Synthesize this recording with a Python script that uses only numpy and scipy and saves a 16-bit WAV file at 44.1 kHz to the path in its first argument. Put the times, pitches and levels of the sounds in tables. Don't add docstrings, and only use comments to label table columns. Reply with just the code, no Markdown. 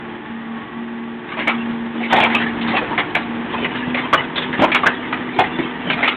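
import sys
import numpy as np
from scipy import signal
from scipy.fft import rfft, irfft, next_fast_len
from scipy.io import wavfile
from scipy.ndimage import uniform_filter1d, map_coordinates

SR = 44100
rng = np.random.default_rng(int(sys.argv[2]) if len(sys.argv) > 2 else 0)


def dump_mix(stems):
    frames = np.atleast_2d(stems).T
    limited = np.clip(frames, -1, 1)
    pcm = np.round(limited * 32767).astype(np.int16)
    wavfile.write(sys.argv[1], SR, pcm)


N = 271656


def amp(db):
    return 10 ** (np.asarray(db) / 20)


def unit(x):
    return x / np.sqrt(np.mean(x ** 2) + 1e-20)


def along(points, hz):
    f, value = np.transpose(points)
    return np.interp(np.log(hz + 1), np.log(f), value)


def curve(rows):
    return np.interp(np.arange(N) / SR, *np.transpose(rows))


def wobble(rate):
    knots = rng.standard_normal(int(N * rate / SR) + 4)
    return map_coordinates(knots, [np.arange(N) * rate / SR])


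def spells(rows, rise, fall):
    t = np.arange(N) / SR
    gain = np.zeros(N)
    for start, end, db in rows:
        rising = np.clip((t - start) / rise, 0, 1)
        falling = np.clip(1 - (t - end) / fall, 0, 1)
        gain += amp(db) * rising * falling
    return gain


def filtered(x, response):
    m = next_fast_len(len(x) + 4096)
    hz = np.fft.rfftfreq(m, 1 / SR)
    return irfft(rfft(x, m) * response(hz), m)[:len(x)]


def coloured(x, spectrum):
    return unit(filtered(x, lambda hz: amp(along(spectrum, hz))))


def causal(gain):
    cepstrum = irfft(np.log(gain))
    half = len(cepstrum) // 2
    return np.exp(rfft(np.r_[cepstrum[0], 2 * cepstrum[1:half], np.zeros(half)]))


def resonance(hz, centre, width):
    damping = 1j * hz * width
    return damping / (centre ** 2 - hz ** 2 + damping)


def slips(size, rate, spread_db):
    happens = rng.random(size) < rate / SR
    sign = np.sign(rng.standard_normal(size))
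    strength = amp(spread_db * np.clip(rng.standard_normal(size), -2, 2))
    return unit(happens * sign * strength)


# (f/Hz, T60/s)
YARD_T60 = [(200, 0.44), (1000, 0.24), (4000, 0.17)]


def yard(x):
    hz, t, z = signal.stft(rng.standard_normal(SR // 2), SR, nperseg=256)
    decay = amp(-60 * t / along(YARD_T60, hz)[:, None])
    tail = signal.istft(z * decay, SR, nperseg=256)[1]
    delay = np.zeros(SR // 100)
    return signal.fftconvolve(x, np.r_[delay, tail / np.linalg.norm(tail)])[:N]


# (mean f/Hz, mean peak level/dB)
WHINES = [(1120, -47.5), (1900, -46.5)]
WHINE_WANDER, WHINE_WAVER_DB = .05, 4


def whines():
    total = np.zeros(N)
    for hz, db in WHINES:
        level = amp(db + WHINE_WAVER_DB * wobble(8.8))
        pitch = hz * (1 + WHINE_WANDER * wobble(18))
        total += level * np.sin(2 * np.pi * np.cumsum(pitch) / SR)
    return total


# (t/s, exhaust note f/Hz)
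EXHAUST_NOTE = [(0.0, 229.4), (0.58, 228.9), (0.65, 232.5), (2.8, 232.6), (3.58, 234.6), (3.68, 243.3),
                (3.84, 246.7), (6.16, 246.2)]
# (t/s, level/dB)
LOAD = [(0.0, -45), (1.17, -46), (1.7, -39.5), (1.99, -44.5), (2.35, -35.5), (3.21, -37.5), (5.99, -38.5),
        (6.16, -43)]
# (multiple of the four-stroke cycle rate, rms level/dB)
ORDERS = [(6, -51), (8, -47), (10, -48.5), (13, -46.5), (14, -50.5), (15, -45.5), (16, -41.5), (22, -50),
          (23, -46.5), (24, -55), (37, -54.5), (40, -52), (42, -50.5), (44, -49), (45, -51.5), (46, -48.5),
          (50, -52), (58, -48), (93, -53)]
NOTE_ORDER, FAN_ORDER, FIRING_ORDER = 12, 18.5, 6
# (f/Hz, level per Hz/dB)
RUMBLE = [(25, -28.5), (50, -13.5), (100, -10), (160, -3), (320, -1), (400, -8), (550, -15), (1000, -27)]
# (f/Hz, level per Hz/dB)
CLATTER = [(250, -23), (400, -3.5), (500, -7.5), (620, -5), (880, -2), (1150, -3.5), (1400, -5), (1850, -1),
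           (2150, -7), (2700, -10.5), (3400, -12), (4200, -25.5), (5500, -50.5)]
# (t/s, rms level/dB)
FAN = [(0.18, -38.5), (0.3, -55.5), (0.6, -48.5), (0.75, -39), (3.3, -39.5), (6.16, -41.5)]
# (start t/s, end t/s, level/dB)
PULLS = [(-0.04, 0.13, -34.5), (0.24, 0.57, -29), (0.7, 1.15, -29), (1.3, 1.45, -31), (1.48, 1.87, -25.5),
         (1.92, 2.2, -27.5), (2.22, 2.72, -25), (2.8, 2.95, -35), (3.15, 3.44, -27), (3.52, 4.05, -27.5),
         (4.16, 6.16, -31)]
PULL_RISE_S, PULL_FALL_S = 0.073, 0.13


def engine(idle_db=-47, waver_db=2.0, drift=.08, rumble_db=6.5, clatter_db=-33.0, repeat=0.37,
           load_share=0.61, beat_db=1.1, lope_db=1, flutter_db=1.83):
    cycles = np.cumsum(curve(EXHAUST_NOTE)) / SR / NOTE_ORDER
    angle = 2 * np.pi * cycles
    load = curve(LOAD)

    def tone(order, stray):
        phase = 2 * np.pi * (rng.random() + stray * wobble(7))
        return np.sqrt(2) * np.sin(order * angle + phase)

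    drone = np.hypot(amp(idle_db), spells(PULLS, PULL_RISE_S, PULL_FALL_S))
    note = drone * amp(flutter_db * wobble(14)) * tone(NOTE_ORDER, .01)
    fan = amp(curve(FAN)) * tone(FAN_ORDER, 0.042)
    lines = sum(amp(db + waver_db * wobble(5)) * tone(round(order), drift) for order, db in ORDERS)

    pattern = rng.standard_normal(round(N / cycles[-1]))
    repeated = pattern[(cycles % 1 * len(pattern)).astype(int)]
    rattle = np.sqrt(repeat) * repeated + np.sqrt(1 - repeat) * rng.standard_normal(N)
    firing_swell = beat_db * np.cos(FIRING_ORDER * angle)
    cycle_lope = lope_db * np.cos(angle)
    beat = amp(firing_swell + cycle_lope + 0.95 * wobble(14))
    clatter = coloured(beat * rattle, CLATTER)
    rumble = amp(load + rumble_db) * coloured(beat * rng.standard_normal(N), RUMBLE)

    effort = amp(load_share * (load - load.mean()))
    return note + fan + rumble + effort * (lines + amp(clatter_db) * clatter)


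# (start t/s, end t/s, level/dB)
SQUEEZES = [(1.26, 1.55, -32), (1.55, 1.8, -44), (1.92, 2.1, -30), (2.1, 2.45, -24.5), (2.62, 2.83, -28),
            (2.96, 3.05, -29.5), (3.48, 4.05, -27.5), (4.15, 4.22, -27), (4.35, 4.47, -27.5),
            (4.52, 4.92, -28), (4.95, 5.32, -38), (5.33, 5.83, -32.5), (5.85, 6.11, -27)]
SQUEEZE_RISE_S, SQUEEZE_FALL_S = 0.039, 0.08
# (f/Hz, level per Hz/dB)
CREASE = [(150, -29), (300, 1.5), (550, -6.5), (850, 0.5), (1400, -3.5), (2100, -1), (2800, -6),
          (3500, -7.5), (5000, -31)]
SETTLE_DB, SETTLE_T60_S = -15, .5


def crumple(level_db=0.5, clump_db=2.5, patch_db=6.0, surge_db=1.5):
    grains = slips(N, rate=3000, spread_db=6.0) * amp(clump_db * wobble(55))
    z = signal.stft(grains, nperseg=1024)[2]
    patches = uniform_filter1d(rng.standard_normal(z.shape), size=5, axis=0)
    patches = uniform_filter1d(patches, size=4, axis=1)
    grains = signal.istft(z * amp(patch_db * unit(patches)), nperseg=1024)[1][:N]

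    t = np.arange(N) / SR
    pressing = spells(SQUEEZES, SQUEEZE_RISE_S, SQUEEZE_FALL_S) * amp(level_db + surge_db * wobble(14))
    settling_power = np.zeros(N)
    for start, _, db, *_ in BUCKLES:
        decay_db = -60 * np.abs(t - start) / SETTLE_T60_S
        settling_power += (t > start) * amp(db + SETTLE_DB + decay_db) ** 2
    return np.hypot(pressing, np.sqrt(settling_power)) * coloured(grains, CREASE)


# (t/s, length/s, level/dB, pitch of the fold f/Hz, ring over crackle level/dB)
BUCKLES = [(1.368, 0.028, -25.5, 986, 0.5), (1.39, 0.035, -22, 2194, -2), (1.472, 0.022, -14, 2284, 3.5),
           (1.491, 0.028, -20, 1300, -3), (2.028, 0.033, -25, 2227, 9.5), (2.102, 0.017, -20.5, 927, -2.5),
           (2.124, 0.021, -9.5, 731, 4), (2.159, .032, -12.5, 833, 0), (2.199, .021, -13, 798, -5.5),
           (2.225, 0.028, -13, 2350, -1.5), (2.258, 0.02, -18, 840, -2.5), (2.299, .04, -22, 1980, -2),
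           (2.346, 0.013, -13, 2530, 16.5), (2.4, 0.032, -21.5, 1813, -1.5), (2.61, 0.023, -21, 3600, -14),
           (2.674, 0.04, -15, 2300, -23.5), (2.736, 0.025, -19, 784, 1.5), (2.764, 0.022, -13.5, 995, -7),
           (2.81, .034, -24.5, 468, 9.5), (2.908, .025, -22, 920, 9.5), (2.977, 0.025, -14, 1990, 0),
           (3.149, 0.0072, -10.5, 2328, 0), (3.163, 0.014, -16.5, 728, -4.5),
           (3.534, 0.021, -22.5, 1005, 5.5), (3.617, 0.024, -24, 341, 2), (3.645, 0.014, -18.5, 2035, 2),
           (3.747, 0.028, -25, 1284, -9), (3.868, 0.019, -23.5, 170.5, 14), (3.943, 0.015, -18.5, 2200, 6),
           (3.969, 0.032, -22.5, 2033, 3), (4.128, .02, -8, 1280, -1), (4.357, 0.015, -19.5, 3450, 4),
           (4.375, 0.013, -14, 3490, -5.5), (4.42, 0.018, -20.5, 3230, -7), (4.527, 0.024, -22.5, 1797, 16),
           (4.591, .029, -16, 228, 2), (4.619, 0.028, -11, 639, 2.5), (4.639, 0.02, -17, 1001, 7),
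           (4.717, 0.0051, -9, 2342, -3), (4.745, 0.019, -9, 2250, -5), (4.833, 0.013, -14, 1123, 10.5),
           (4.859, .02, -10, 1625, 6), (5.124, 0.016, -17.5, 1348, -1.5), (5.387, .026, -9.5, 746.4, 0),
           (5.438, 0.0096, -19, 2010, 6), (5.586, .011, -15.5, 290, 11), (5.871, 0.013, -24, 191, 10),
           (5.899, 0.0043, -5.5, 2180, -8), (5.928, 0.0086, -14, 2360, -8.5),
           (6.027, 0.019, -13, 1975, 9.5), (6.061, .006, -18.5, 2064, 0.5), (6.076, .012, -9, 2295, -6.5)]
# (f/Hz, level per Hz/dB)
SHEET = [(100, -30.5), (300, -3.5), (700, 5), (1400, 1.5), (2400, 3), (3500, -6.5), (5000, -4)]
# (f/Hz, level per Hz/dB)
HULL = [(40, -29.5), (150, -5), (300, 1), (450, -4.5), (900, -25.5), (3000, -59.5)]
FOLD_HZ = 1500
THUD_DB, THUD_DB_PER_OCTAVE = -16.5, -3
TILT_DB_PER_OCTAVE, TILT_PER_RING_DB = -.5, -0.6


def buckles(attack=0.0017, sag_db=3, t60=0.069, ring_width_hz=50, ring_loss=0.12, squeal=0.25, wander=.06,
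            dent_gain=1.76, dent_width_hz=90, size=8192, count=7):
    out = np.zeros(N + 2 * size)
    t = np.arange(size) / SR
    hz = np.fft.rfftfreq(size, 1 / SR)
    hull = causal(amp(along(HULL, hz)))
    for start, length, db, ring_hz, ring_db in BUCKLES:
        sag = -sag_db * np.minimum(t / length, 1)
        release = -60 * np.maximum(t - length, 0) / t60
        force = (1 - np.exp(-t / attack)) * amp(sag + release)

        def excite(body):
            run = force * slips(size, rate=6000, spread_db=4.0)
            return unit(irfft(rfft(run) * body))

        centres = rng.uniform(500, 3600, count)
        dents = 1 + dent_gain * sum(resonance(hz, centre, dent_width_hz) for centre in centres)
        brightness = TILT_DB_PER_OCTAVE + TILT_PER_RING_DB * ring_db
        tilt = brightness * np.log2(np.clip(hz, 100, 5000) / FOLD_HZ)
        sheet = causal(amp(along(SHEET, hz) + tilt))

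        pitch = ring_hz * (1 + wander * np.interp(t, t[::size // 32], rng.standard_normal(32)))
        locked = unit(force * np.sin(2 * np.pi * np.cumsum(pitch) / SR))
        loose = excite(resonance(hz, ring_hz, ring_width_hz + ring_loss * ring_hz))
        ring = np.sqrt(squeal) * locked + np.sqrt(1 - squeal) * loose

        panel = unit(excite(sheet * dents) + amp(ring_db) * unit(ring))
        thud = amp(THUD_DB + THUD_DB_PER_OCTAVE * np.log2(ring_hz / FOLD_HZ)) * excite(hull)
        energy = np.sqrt(length * SR / size)
        out[int(start * SR):][:size] += amp(db) * (panel + thud) * energy
    return out[:N]


def scene(buckle_db=1.12, yard_db=-11):
    cracks = amp(buckle_db) * buckles()
    answer = amp(yard_db) * yard(cracks)
    return (whines() + engine() + answer + crumple() + cracks)[None]


def record(dry, band_hz=3720, ceiling=0.7, top_hz=15900):
    def band(hz):
        return (1 + (hz / band_hz) ** 28) ** -.5 / (1 + (hz / 4480) ** 60)

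    narrow = filtered(dry[0], band)
    clipped = np.clip(narrow, -ceiling, ceiling)
    return filtered(clipped, lambda hz: hz < top_hz)[None]


dry = scene()
out = record(dry)
dump_mix(out)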